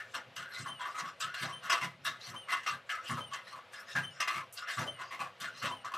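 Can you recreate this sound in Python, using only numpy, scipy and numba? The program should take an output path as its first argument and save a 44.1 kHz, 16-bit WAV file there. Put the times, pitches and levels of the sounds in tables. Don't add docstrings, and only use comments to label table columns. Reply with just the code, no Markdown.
import sys
import numpy as np
from scipy import signal
from scipy.fft import rfft, irfft, next_fast_len
from scipy.io import wavfile
from scipy.ndimage import uniform_filter1d
from numba import njit

SR = 44100
rng = np.random.default_rng(int(sys.argv[2]) if len(sys.argv) > 2 else 0)


def store_wav(level_fs):
    pcm = np.round(np.clip(np.atleast_2d(level_fs), -1, 1) * 32767)
    wavfile.write(sys.argv[1], SR, pcm.T.astype(np.int16))


N = 263277

# (swing start [s], hip motor [dB], knee motor [dB], effort up to swing end [dB], effort after [dB])
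STRIDES = [(-0.177, -60, -60, 2, -11), (0.667, -51, -52, -2, -0.5), (1.514, -51.5, -59, -1, -3),
           (2.345, -52.5, -54, -3.5, -10), (3.191, -54.5, -54, -2, -8.5), (4.022, -49, -55.5, -4, -5.5),
           (4.86, -51.5, -52, 2, -16), (5.7, -58, -55, -5, -11)]
# (time from swing start [s], grind [dB], brightness [dB],
# strained shell resonance [Hz])
GAIT = [(-.31, -63.5, -7, 1450), (-.28, -45, -3.5, 1500), (-.19, -50, -28, 1400), (-.12, -50.5, -1, 1910),
        (-.04, -45, -6.5, 1250), (0.088, -63.5, -38, 1250), (0.179, -39.5, -35.5, 1600),
        (0.331, -70, 19.5, 1110), (0.422, -56, -22, 1070), (.49, -100.5, 22, 1350)]
SWING_END_S = 0.12
# (time [s], level [dB], hiss [dB], ring [Hz], hold [s], rise [s], upper ring [Hz],
# upper ring level [dB])
JOLTS = [(0.0, -31, -22, 1780, 0.004, 0.00039, 1800, -26),
         (0.135, -31, 4.5, 1413, 0.016, 0.0081, 3000, -29),
         (0.361, -43, 11.5, 1560, 0.0044, 0.0023, 2930, -3),
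         (0.418, -36.5, -20, 1480, 0.013, 0.0025, 2980, -18),
         (0.532, -37.5, -24, 2026, 0.043, 0.016, 2000, -18.5),
         (0.657, -25.5, -17, 1085, 0.0053, 0.0018, 2970, -30),
         (0.668, -37, -47, 950, 0.0073, 0.0019, 2950, -30),
         (0.788, -29, -7, 1003, 0.031, 0.026, 3250, -18.5),
         (0.853, -24.5, -46, 1153, 0.022, 0.0027, 2940, -58),
         (0.944, -28, -34, 1230, 0.0061, 0.0029, 1990, -25),
         (0.978, -26, -19, 1130, 0.024, 0.0025, 1930, -26.5),
         (1.036, -36, -10, 1134, 0.055, 0.002, 2620, -34),
         (1.2, -42.5, 24.5, 1470, 0.0059, 0.0072, 2630, 0),
         (1.222, -28.5, -9.5, 1297, 0.014, 0.0028, 3030, -19),
         (1.339, -37, 5, 1670, 0.0082, 0.0016, 2600, -24), (1.367, -33, -22, 1650, 0.05, 0.0025, 2000, -21),
         (1.42, -29, 3, 1640, 0.014, 0.0088, 2120, -34), (1.487, -29, -25, 1100, 0.016, 0.0025, 2030, -40),
         (1.618, -36, 2.5, 1094, 0.052, 0.034, 3650, -36),
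         (1.695, -19, 6, 1120, 0.0063, 0.0032, 2605, -11.5),
         (1.72, -12.5, -8, 1125, 0.0071, 0.0026, 2510, -22),
         (1.809, -31.5, -9.5, 1030, 0.037, 0.0068, 2000, -9.5),
         (2.049, -23, -3, 1664, 0.024, 0.003, 3680, -16.5),
         (2.333, -36, -38, 1160, 0.016, 0.0027, 2180, -39),
         (2.474, -39, -35, 1110, 0.009, 0.003, 2070, -36),
         (2.484, -25.5, -10, 1965, 0.036, 0.0032, 2080, -42),
         (2.516, -20.5, -3.5, 1112, 0.021, 0.005, 2680, -21), (2.626, -47, 6, 1890, 0.016, 0.01, 2050, -16),
         (2.662, -20, -10, 1187, 0.029, 0.00059, 2580, -22),
         (2.724, -33, -37, 1570, 0.0091, 0.0028, 2610, -53),
         (2.891, -27, -6, 1710, 0.018, 0.0028, 1990, -16),
         (2.942, -33.5, -19, 1266, 0.0047, 0.0025, 2110, -20),
         (3.03, -49.5, 10, 1780, 0.027, 0.012, 3680, -18),
         (3.093, -24, -15.5, 1104, 0.024, 0.0021, 2980, -27),
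         (3.166, -28, -59, 1250, 0.011, 0.0014, 3050, -55),
         (3.304, -28.5, -29, 1121, 0.042, 0.021, 3100, -22),
         (3.333, -35.5, 7.5, 1490, 0.0024, 0.0024, 3100, -18),
         (3.468, -36, -27, 1896, 0.0058, 0.0025, 3100, -31),
         (3.511, -34.5, -33, 1133, 0.074, 0.0073, 2730, -44),
         (3.7315, -32.5, -14, 1670, 0.0033, 0.0025, 3550, -32),
         (3.776, -42.5, -11, 1720, 0.012, 0.0025, 2050, -20),
         (3.88, -39.5, -23, 1780, 0.028, 0.0025, 3560, -23),
         (3.951, -13, -21, 1647, 0.015, 0.0066, 2300, -31),
         (4.201, -20.5, -0.5, 1160, 0.0072, 0.0021, 2480, -17),
         (4.274, -15.5, -13, 1172, 0.0074, 0.0038, 2500, -19.5),
         (4.339, -32.5, -11, 1190, 0.041, 0.0028, 2140, -12),
         (4.671, -28.5, -1.5, 1678, 0.045, 0.0058, 2640, -32),
         (4.772, -24, -6.5, 1170, 0.024, 0.0035, 2850, -41),
         (4.985, -31.5, -11, 1070, 0.035, 0.0065, 2550, -23),
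         (5.107, -33, -20, 1103, 0.04, 0.002, 2040, -15),
         (5.192, -24.5, -27.5, 1126, 0.028, 0.002, 2440, -22),
         (5.25, -40, -25, 1100, 0.0071, 0.0022, 2050, -49),
         (5.399, -44, 13.5, 1680, 0.019, 0.0043, 3140, -5.5),
         (5.424, -39.5, 2, 1450, 0.035, 0.002, 1930, -33), (5.47, -38, -42, 1520, 0.019, 0.0025, 2800, -19),
         (5.616, -29.5, -5, 1340, 0.02, 0.0029, 2700, -29), (5.64, -34, 4, 1225, 0.019, 0.0023, 2750, -6.5),
         (5.845, -25, -14, 1136, 0.0063, 0.0019, 2600, -35),
         (5.916, -33, -42, 1103, 0.016, 0.0027, 2570, -33),
         (5.936, -19, -43, 1185, 0.0046, 0.0021, 2560, -25)]
JOLT_T60_S, FIRST_DROP_DB, FIRST_DROP_S = 0.22, 2.5, 0.015
RING_WIDTH_HZ, UPPER_RING_WIDTH_HZ = 45, 200
BODY_DB_PER_HISS_DB = 0.51
HISS_RISE_PER_HOLD = 0.5
FIZZ_DB, FIZZ_EXTRA_DROP = -8.5, 3.3
RATTLE_DB, RATTLE_HZ = 1.8, 130
# (time from swing start [s], mesh pitch [Hz], tone [dB], overtone base [dB])
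HIP_RUN = [(0, 3020, -18, -6), (.019, 3095, 8, 3), (.045, 3105, 2, -3), (.075, 3075, -5, -11),
           (.095, 3040, -22, -30)]
KNEE_RUN = [(.07, 3030, -2, -4), (.095, 2945, -4, -6), (.125, 2890, -9, -10)]
# (multiple [1], level [dB])
HIP_OVERTONES = [(2, -16), (3, -7), (4, -27)]
KNEE_OVERTONES = [(3, -7), (4, -24)]
# (start [s], start pitch [Hz], end level [dB])
SQUEALS = [(0.522, 3990, -51), (1.36, 4300, -53), (1.612, 3800, -64), (2.213, 4120, -53), (3.04, 4350, -65),
           (3.451, 3940, -58.5), (3.729, 5040, -63), (3.861, 5130, -57), (4.11, 5300, -62),
           (4.562, 5200, -60.5), (5.02, 4620, -63), (5.55, 3920, -56)]
SQUEAL_S, SQUEAL_SWELL_DB, SQUEAL_PITCH_RISE = 0.081, 4.5, 0.06
SQUEAL_RASP_RATIO, SQUEAL_RASP_DB = 1.31, -7
# (start [s], length [s], from [Hz], to [Hz], level [dB])
WHIRS = [(0.376, 0.21, 1630, 1490, -53), (0.542, 0.094, 2060, 2070, -62), (0.648, 0.07, 1440, 900, -49),
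         (1.272, 0.12, 1370, 1740, -48.5), (2.604, 0.028, 1690, 2000, -56),
         (2.912, 0.096, 1340, 1280, -45.5), (4.339, 0.09, 1150, 1090, -45.5),
         (4.618, 0.052, 1200, 1400, -48), (4.715, 0.089, 665, 720, -61), (5.422, 0.077, 1360, 1400, -49.5),
         (5.653, 0.078, 1110, 965, -42.5)]
# (start [s], length [s], from [Hz], to [Hz], level [dB])
PINIONS = [(0.494, 0.091, 11400, 11300, -72), (0.586, 0.026, 9000, 9000, -73),
           (3.453, 0.035, 10900, 11100, -76)]
# (time [s], level [dB], starting ring [Hz])
CLUNKS = [(0.149, -32.5, 916), (0.667, -47, 960), (1.437, -32, 820), (2.341, -36, 913), (3.025, -49, 557),
          (3.177, -30, 940), (3.956, -27.5, 914), (4.801, -27.5, 930), (4.86, -36, 580), (5.205, -33, 795),
          (5.64, -26.5, 1080), (5.708, -35, 900)]
CLUNK_T60_S = 0.2
# (time [s], level [dB])
SCUFFS = [(.3564, -38), (1.197, -35), (2.045, -24), (3.722, -45), (3.7933, -39), (4.525, -26.5), (5.4, -31)]
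SCUFF_T60_S = 0.13
# (time [s], level [dB])
FOOTFALLS = [(0.276, -50), (0.39, -47.5), (0.602, -37), (0.696, -45.5), (1.033, -43.5), (1.24, -44),
             (1.426, -34), (1.544, -52), (1.636, -50.5), (1.832, -34.5), (1.999, -52), (2.074, -44),
             (2.286, -42), (2.334, -48), (2.717, -42.5), (3.11, -28.5), (3.285, -53.5), (3.354, -62),
             (3.546, -54), (3.961, -29.5), (4.363, -42.5), (4.787, -30), (4.861, -64), (5.207, -45.5),
             (5.424, -45), (5.539, -55), (5.635, -36), (5.746, -66), (5.859, -57)]
# (nominal pitch [Hz], mean level [dB])
FLOOR_MODES = [(105, -8), (137, 5), (168, -3.5), (200, -10), (245, -9.5), (340, -23)]
FLOOR_PITCH_SPREAD = 0.05
THUD_LOW_HZ, THUD_HIGH_HZ, THUD_DB, THUD_T60_S = 83, 363, -9.5, 0.22
# (centre [Hz], width [Hz], level [dB])
SHELL = [(704, 9.3, -6), (1130, 8.3, 7), (1630, 430, -6.5), (2082, 102, -1), (2745, 96, -8.5),
         (3380, 95, -12), (3570, 96, -19), (4240, 360, -17.5), (5640, 16, -11.5), (8330, 31, -18)]
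# (frequency [Hz], level [dB])
SHELL_BODY = [(180, -102), (300, -62), (684, -11), (897, -25), (1120, 7), (1370, -2), (2680, -16.5),
              (5000, -24.5), (6500, -29), (11000, -120)]
# (frequency [Hz], level [dB])
TEETH = [(1470, -45), (2500, -2), (3150, 1.5), (4510, -7.5), (5180, -4), (8940, -12.5), (13600, -44),
         (15600, -69)]
# (frequency [Hz], T60 [s])
ROOM_DECAY = [(150, 0.45), (1000, 0.078), (4000, 0.032), (12000, 0.002)]
# (frequency [Hz], level [dB])
SIDE_TINT = [(100, 21), (500, 11), (1000, 6), (4000, 17), (8000, 13), (13000, 29)]
# (frequency [Hz], level [dB])
AIR = [(18, -64), (30, -46), (117, -4), (300, -16.5), (548, -2), (879, -9), (1270, -8), (3010, -10),
       (8350, -34.5), (14500, -42), (15600, -55)]
ROOM_DB, WIDTH_DB, AIR_DB, AIR_SIDE_DB = -11.5, -33.5, -59, -19.5
# (frequency [Hz], left minus right [dB])
LEAN = [(60, -.2), (240, -.3), (950, 1.1), (3770, 1.2), (9000, .2), (15000, -.5)]
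NOTCH_LAG_SAMPLES = SR // 150
NOTCH_FEEDBACK = 0.45
CUTOFF_HZ = 15800


def grind(body, teeth, clicks):
    rows = []
    for start_s, _, _, before_db, after_db in STRIDES:
        for s, db, bright_db, hz in GAIT:
            effort_db = before_db if s < SWING_END_S else after_db
            rows.append((start_s + s, db + effort_db, bright_db, hz))
    level_db, bright_db, ring_hz = in_time(rows)
    limb = rms_one(glide(clicks, ring_hz, pole_radius(110), SR))
    uneven = amp(level_db + 2.0 * drift(rate_hz=100))
    return uneven * (amp(-4.5) * body + amp(-11.0) * limb + amp(bright_db) * teeth)


def jolts(body, teeth, clicks):
    hiss = rms_one(butter(teeth, 3, 8000, "low"))
    fizz = rms_one(butter(teeth, 3, 8000, "high"))
    out, t = np.zeros(N + SR), np.arange(SR // 4) / SR
    body = steadied(body)
    for s, db, hiss_db, low_hz, hold_s, rise_s, high_hz, high_db in JOLTS:
        span = slice(round(s * SR), round(s * SR) + len(t))
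        run_in = clicks[span.start:span.stop + SR // 20]
        low = steadied(resonate(run_in, low_hz, RING_WIDTH_HZ)[-len(t):])
        high = steadied(resonate(run_in, high_hz, UPPER_RING_WIDTH_HZ)[-len(t):])

        after_s = np.maximum(t - hold_s, 0)
        drop_db = 60 * after_s / JOLT_T60_S + FIRST_DROP_DB * (1 - np.exp(-after_s / FIRST_DROP_S))
        fade = swell(t, rise_s + 1e-4) * amp(db - drop_db)

        treble = hiss[span] + amp(FIZZ_DB - FIZZ_EXTRA_DROP * drop_db) * fizz[span]
        treble_gain = amp(hiss_db - 12.5 - 0.5 * drop_db)
        treble_gain = treble_gain * swell(t, HISS_RISE_PER_HOLD * hold_s + 1e-4)
        hum = amp(BODY_DB_PER_HISS_DB * hiss_db - 9.0) * body[span]
        out[span] += fade * (hum + amp(-13.0) * low + amp(high_db) * high + treble_gain * treble)
    return out[:N] * amp(RATTLE_DB * drift(RATTLE_HZ))


def whine(run, overtones, column, waver, beat_db):
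    swings = []
    for row in STRIDES[1:]:
        motor_db = row[column]
        swings.append([(row[0] + s, hz, motor_db + tone, motor_db + over) for s, hz, tone, over in run])
    hz, tone_db, over_db = event_curves(swings)
    phase = 2 * np.pi * np.cumsum(hz * (1 + waver * drift(rate_hz=136))) / SR
    out = amp(tone_db + beat_db * drift(rate_hz=80)) * np.sin(phase)
    for k, db in overtones:
        out = out + amp(over_db + db + beat_db * drift(rate_hz=110)) * np.sin(k * phase)
    return out


def squeal(clicks, width_hz):
    hz, db = event_curves([[(s, f, level_db - SQUEAL_SWELL_DB),
                            (s + SQUEAL_S, f * (1 + SQUEAL_PITCH_RISE), level_db)]
                           for s, f, level_db in SQUEALS])
    hz = hz * (1 + 0.025 * drift(rate_hz=25))
    out = 0
    for ratio, ratio_db in ((1, 0), (SQUEAL_RASP_RATIO, SQUEAL_RASP_DB)):
        gain = amp(db + ratio_db + 2.96 * drift(rate_hz=30))
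        out = out + gain * steep_glide(clicks, ratio * hz, width_hz)
    return out


def whir(clicks, rows, width_hz, uneven_db):
    hz, db = event_curves([[(s, from_hz, level_db), (s + length_s, to_hz, level_db)]
                           for s, length_s, from_hz, to_hz, level_db in rows])
    return amp(db + uneven_db * drift(rate_hz=85)) * steep_glide(clicks, hz, width_hz)


def clunks(clicks):
    out, t = np.zeros(N + SR), np.arange(SR // 4) / SR
    for s, db, hz in CLUNKS:
        span = slice(round(s * SR), round(s * SR) + len(t))
        knocks = clicks[span]
        ring = rms_one(glide(knocks, hz * np.exp(-1.5 * t), pole_radius(110), SR))
        hollow = resonate(knocks, hz=592, width_hz=146)
        hollow = rms_one(hollow + amp(-9.0) * resonate(knocks, hz=288, width_hz=44))
        fade = swell(t, 0.0006) * amp(db - 11.5 - 60 * t / CLUNK_T60_S)
        out[span] += fade * (ring + amp(-4.5) * hollow)
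    return out[:N]


def scuffs():
    t, fade = np.arange(N) / SR, 0
    for s, db in SCUFFS:
        after_s = np.maximum(t - s - 0.015, 0)
        fade = fade + (t > s) * amp(db - 24.5 - 60 * after_s / SCUFF_T60_S)
    scratch = butter(tooth_clicks(per_s=3400, spread_db=-3.0), 2, [7000, 13500], "band")
    return fade * rms_one(scratch)


def footfalls():
    out, t = np.zeros(N + SR), np.arange(SR // 2) / SR
    rumble = rms_one(butter(rng.standard_normal(N + SR), 2, [THUD_LOW_HZ, THUD_HIGH_HZ], "band"))
    chance = rng.standard_normal((len(FOOTFALLS), len(FLOOR_MODES)))
    for (s, db), row in zip(FOOTFALLS, chance):
        pitch = 1 + FLOOR_PITCH_SPREAD * row[-1]
        ring = 0
        for (hz, mode_db), c in zip(FLOOR_MODES, row):
            ring = ring + amp(mode_db + 1.3 * c) * np.sin(2 * np.pi * hz * pitch * t + c)
        at = round((s - 0.02) * SR)
        span = slice(at, at + len(t))
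        thud = amp(4.0 - 60 * t / 0.16) * ring
        thud = thud + amp(THUD_DB - 60 * t / THUD_T60_S) * rumble[span]
        out[span] += amp(db) * swell(t, 0.022) ** 2 * thud
    return butter(out[:N], 3, 80, "high")


def shell(clicks, peaks_db):
    rings = 0
    for k, (hz, width_hz, db) in enumerate(SHELL):
        rings = rings + (-1) ** k * amp(db) * resonate(clicks, hz, width_hz)
    return colour(clicks, SHELL_BODY) + amp(peaks_db) * rings


def gear_rings(clicks, flicker_db, rate_hz, width, wander):
    pitches_hz = np.geomspace(2600, 13500, 22) * amp(rng.normal(0, 0.2, 22))
    load, out = drift(rate_hz=1.5), 0
    for k, hz in enumerate(pitches_hz):
        r = pole_radius(width * hz)
        own_load = np.roll(load, k * N // len(pitches_hz))
        ring = (1 - r * r) * glide(clicks, hz * (1 + wander * own_load), r, SR)
        out = out + amp(at_hz(TEETH, hz) + flicker_db * drift(rate_hz)) * ring
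    return out


def tooth_clicks(per_s, spread_db):
    sizes = amp(spread_db * np.minimum(rng.exponential(1, N), 5)) * rng.choice([-1, 1], N)
    return rms_one(sizes * (rng.random(N) < per_s / SR))


def patchy(x, patch_db, rate_hz):
    size = next_fast_len(N)
    hz, spectrum, out = np.fft.rfftfreq(size, 1 / SR), rfft(x, size), 0
    band_position = 2 * np.log2(np.clip(hz, 707, 16000) / 1000)
    for k in np.arange(-1, 9):
        share = np.clip(1 - abs(band_position - k), 0, 1)
        out = out + irfft(spectrum * share, size)[:N] * amp(patch_db * drift(rate_hz))
    return out


def room(x):
    t, tail = np.arange(SR // 2) / SR, 0
    for hz in 60 * 2 ** np.arange(8):
        t60_s = at_hz(ROOM_DECAY, 1.4 * hz)
        noise = butter(rng.standard_normal((2, len(t))), 2, [hz, 2 * hz], "band")
        tail = tail + noise * amp(-60 * t / t60_s) / np.sqrt(t60_s)
    side_fade = amp(-60 * t / 0.065)
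    tail = tail * (t > 0.002) * [np.ones(len(t)), side_fade]
    tail = tail / np.sqrt(np.sum(tail ** 2, axis=1, keepdims=True))
    return [signal.fftconvolve(x, h)[:N] for h in tail]


def air():
    level = amp(AIR_DB + 1.2 * drift(rate_hz=4))
    return level * rms_one(colour(rng.standard_normal((2, N)), AIR))


def amp(db):
    return np.exp(np.asarray(db) * (np.log(10) / 20))


def rms_one(x):
    return x / np.sqrt(np.mean(x ** 2) + 1e-20)


def steadied(x):
    power = uniform_filter1d(x ** 2, size=SR // 60)
    return rms_one(x / (power + 0.05 * np.mean(x ** 2)) ** 0.35)


def swell(t, rise_s):
    return 1 - np.exp(-t / rise_s)


def drift(rate_hz):
    r = np.exp(-32 * np.pi * rate_hz / SR)
    slow = signal.lfilter([1], [1, -2 * r, r * r], rng.standard_normal(N // 16 + 3002))[3000:]
    return np.interp(np.arange(N) / 16, np.arange(len(slow)), rms_one(slow))


def in_time(rows):
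    s, *columns = np.transpose(rows)
    return [np.interp(np.arange(N) / SR, s, c) for c in columns]


def event_curves(events):
    rows = []
    for event in events:
        first, last = event[0], event[-1]
        hush_db = [-95] * (len(first) - 2)
        rows += [(first[0] - 0.015, first[1], *hush_db), *event, (last[0] + 0.015, last[1], *hush_db)]
    return in_time(rows)


def at_hz(points, hz):
    points = np.array(points)
    return np.interp(np.log(hz + 1), np.log(points[:, 0]), points[:, 1])


def colour(x, points):
    size = next_fast_len(x.shape[-1])
    hz = np.fft.rfftfreq(size, 1 / SR)
    return irfft(rfft(x, size) * amp(at_hz(points, hz)), size)[..., :x.shape[-1]]


def butter(x, order, hz, kind):
    return signal.sosfilt(signal.butter(order, hz, kind, fs=SR, output="sos"), x)


def pole_radius(width_hz):
    return np.exp(-np.pi * width_hz / SR)


def resonate(x, hz, width_hz):
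    r = pole_radius(width_hz)
    poles = [1, -2 * r * np.cos(2 * np.pi * hz / SR), r * r]
    return signal.lfilter(np.array([1, 0, -1]) * (1 - r * r) / 2, poles, x)


@njit
def glide(x, hz, r, rate):
    y = np.zeros(len(x))
    for i in range(2, len(x)):
        turn = 2 * r * np.cos(2 * np.pi * hz[i] / rate)
        y[i] = x[i] - x[i - 2] + turn * y[i - 1] - r * r * y[i - 2]
    return y


def steep_glide(x, hz, width_hz):
    r = pole_radius(width_hz)
    return rms_one(glide(glide(x, hz, r, SR), hz, r, SR))


def scene():
    clicks = tooth_clicks(per_s=2300, spread_db=3.5)
    body = rms_one(patchy(shell(clicks, peaks_db=7), patch_db=3.5, rate_hz=6))
    fine = tooth_clicks(per_s=4700, spread_db=0.5)
    rings = gear_rings(fine, flicker_db=7.5, rate_hz=33, width=0.041, wander=0.043)
    teeth = rms_one(colour(fine, TEETH)) + amp(8) * rms_one(rings)
    teeth = rms_one(patchy(teeth, patch_db=4, rate_hz=16))

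    clicks, other_body, other_teeth = (np.tile(x[::-1], 2) for x in (clicks, body, teeth))
    robot = grind(body, teeth, clicks[N // 2:][:N])
    robot += jolts(other_body, other_teeth, clicks[SR:])
    robot += whine(HIP_RUN, HIP_OVERTONES, column=1, waver=0.009, beat_db=4.5)
    robot += whine(KNEE_RUN, KNEE_OVERTONES, column=2, waver=0.009, beat_db=4.0)
    robot += squeal(clicks[N // 3:][:N], width_hz=430)
    robot += whir(clicks[N // 4:][:N], WHIRS, width_hz=204, uneven_db=2.0)
    robot += whir(np.roll(fine, N // 2), PINIONS, width_hz=420, uneven_db=2.0)
    robot += clunks(clicks[2 * SR:]) + scuffs() + footfalls()

    echo_mid, echo_side = room(robot)
    air_mid, air_side = air()
    mid = amp(0.5) * robot + amp(ROOM_DB) * echo_mid + air_mid
    side = amp(WIDTH_DB) * colour(echo_side, SIDE_TINT) + amp(AIR_SIDE_DB) * air_side
    left_lean = [(hz, db / 2) for hz, db in LEAN]
    right_lean = [(hz, -db / 2) for hz, db in LEAN]
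    return np.array([colour(mid + side, left_lean), colour(mid - side, right_lean)])


def gain_control(x, knee_db, slope, release_db_s):
    level_db = 10 * np.log10(uniform_filter1d(np.mean(x ** 2, axis=0), size=441) + 1e-12)
    ramp_db = release_db_s * np.arange(N) / SR
    held_db = np.maximum.accumulate(level_db + ramp_db) - ramp_db
    cut_db = slope * np.maximum(held_db - knee_db, 0)
    return x * amp(-uniform_filter1d(cut_db, size=441))


def record(dry):
    dry = gain_control(dry, knee_db=-38.0, slope=0.26, release_db_s=203)
    size = next_fast_len(N + SR)
    hz = np.fft.rfftfreq(size, 1 / SR)
    late = np.exp(-2j * np.pi * hz * NOTCH_LAG_SAMPLES / SR)
    comb = (1 - late) / (1 - NOTCH_FEEDBACK * late)
    comb = comb * np.sqrt((1 + NOTCH_FEEDBACK) / 2)
    notched = irfft(rfft(dry, size) * comb, size)[:, :N]
    return signal.sosfilt(signal.cheby2(16, 70, CUTOFF_HZ, fs=SR, output="sos"), notched)


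dry = scene()
out = record(dry)
store_wav(out)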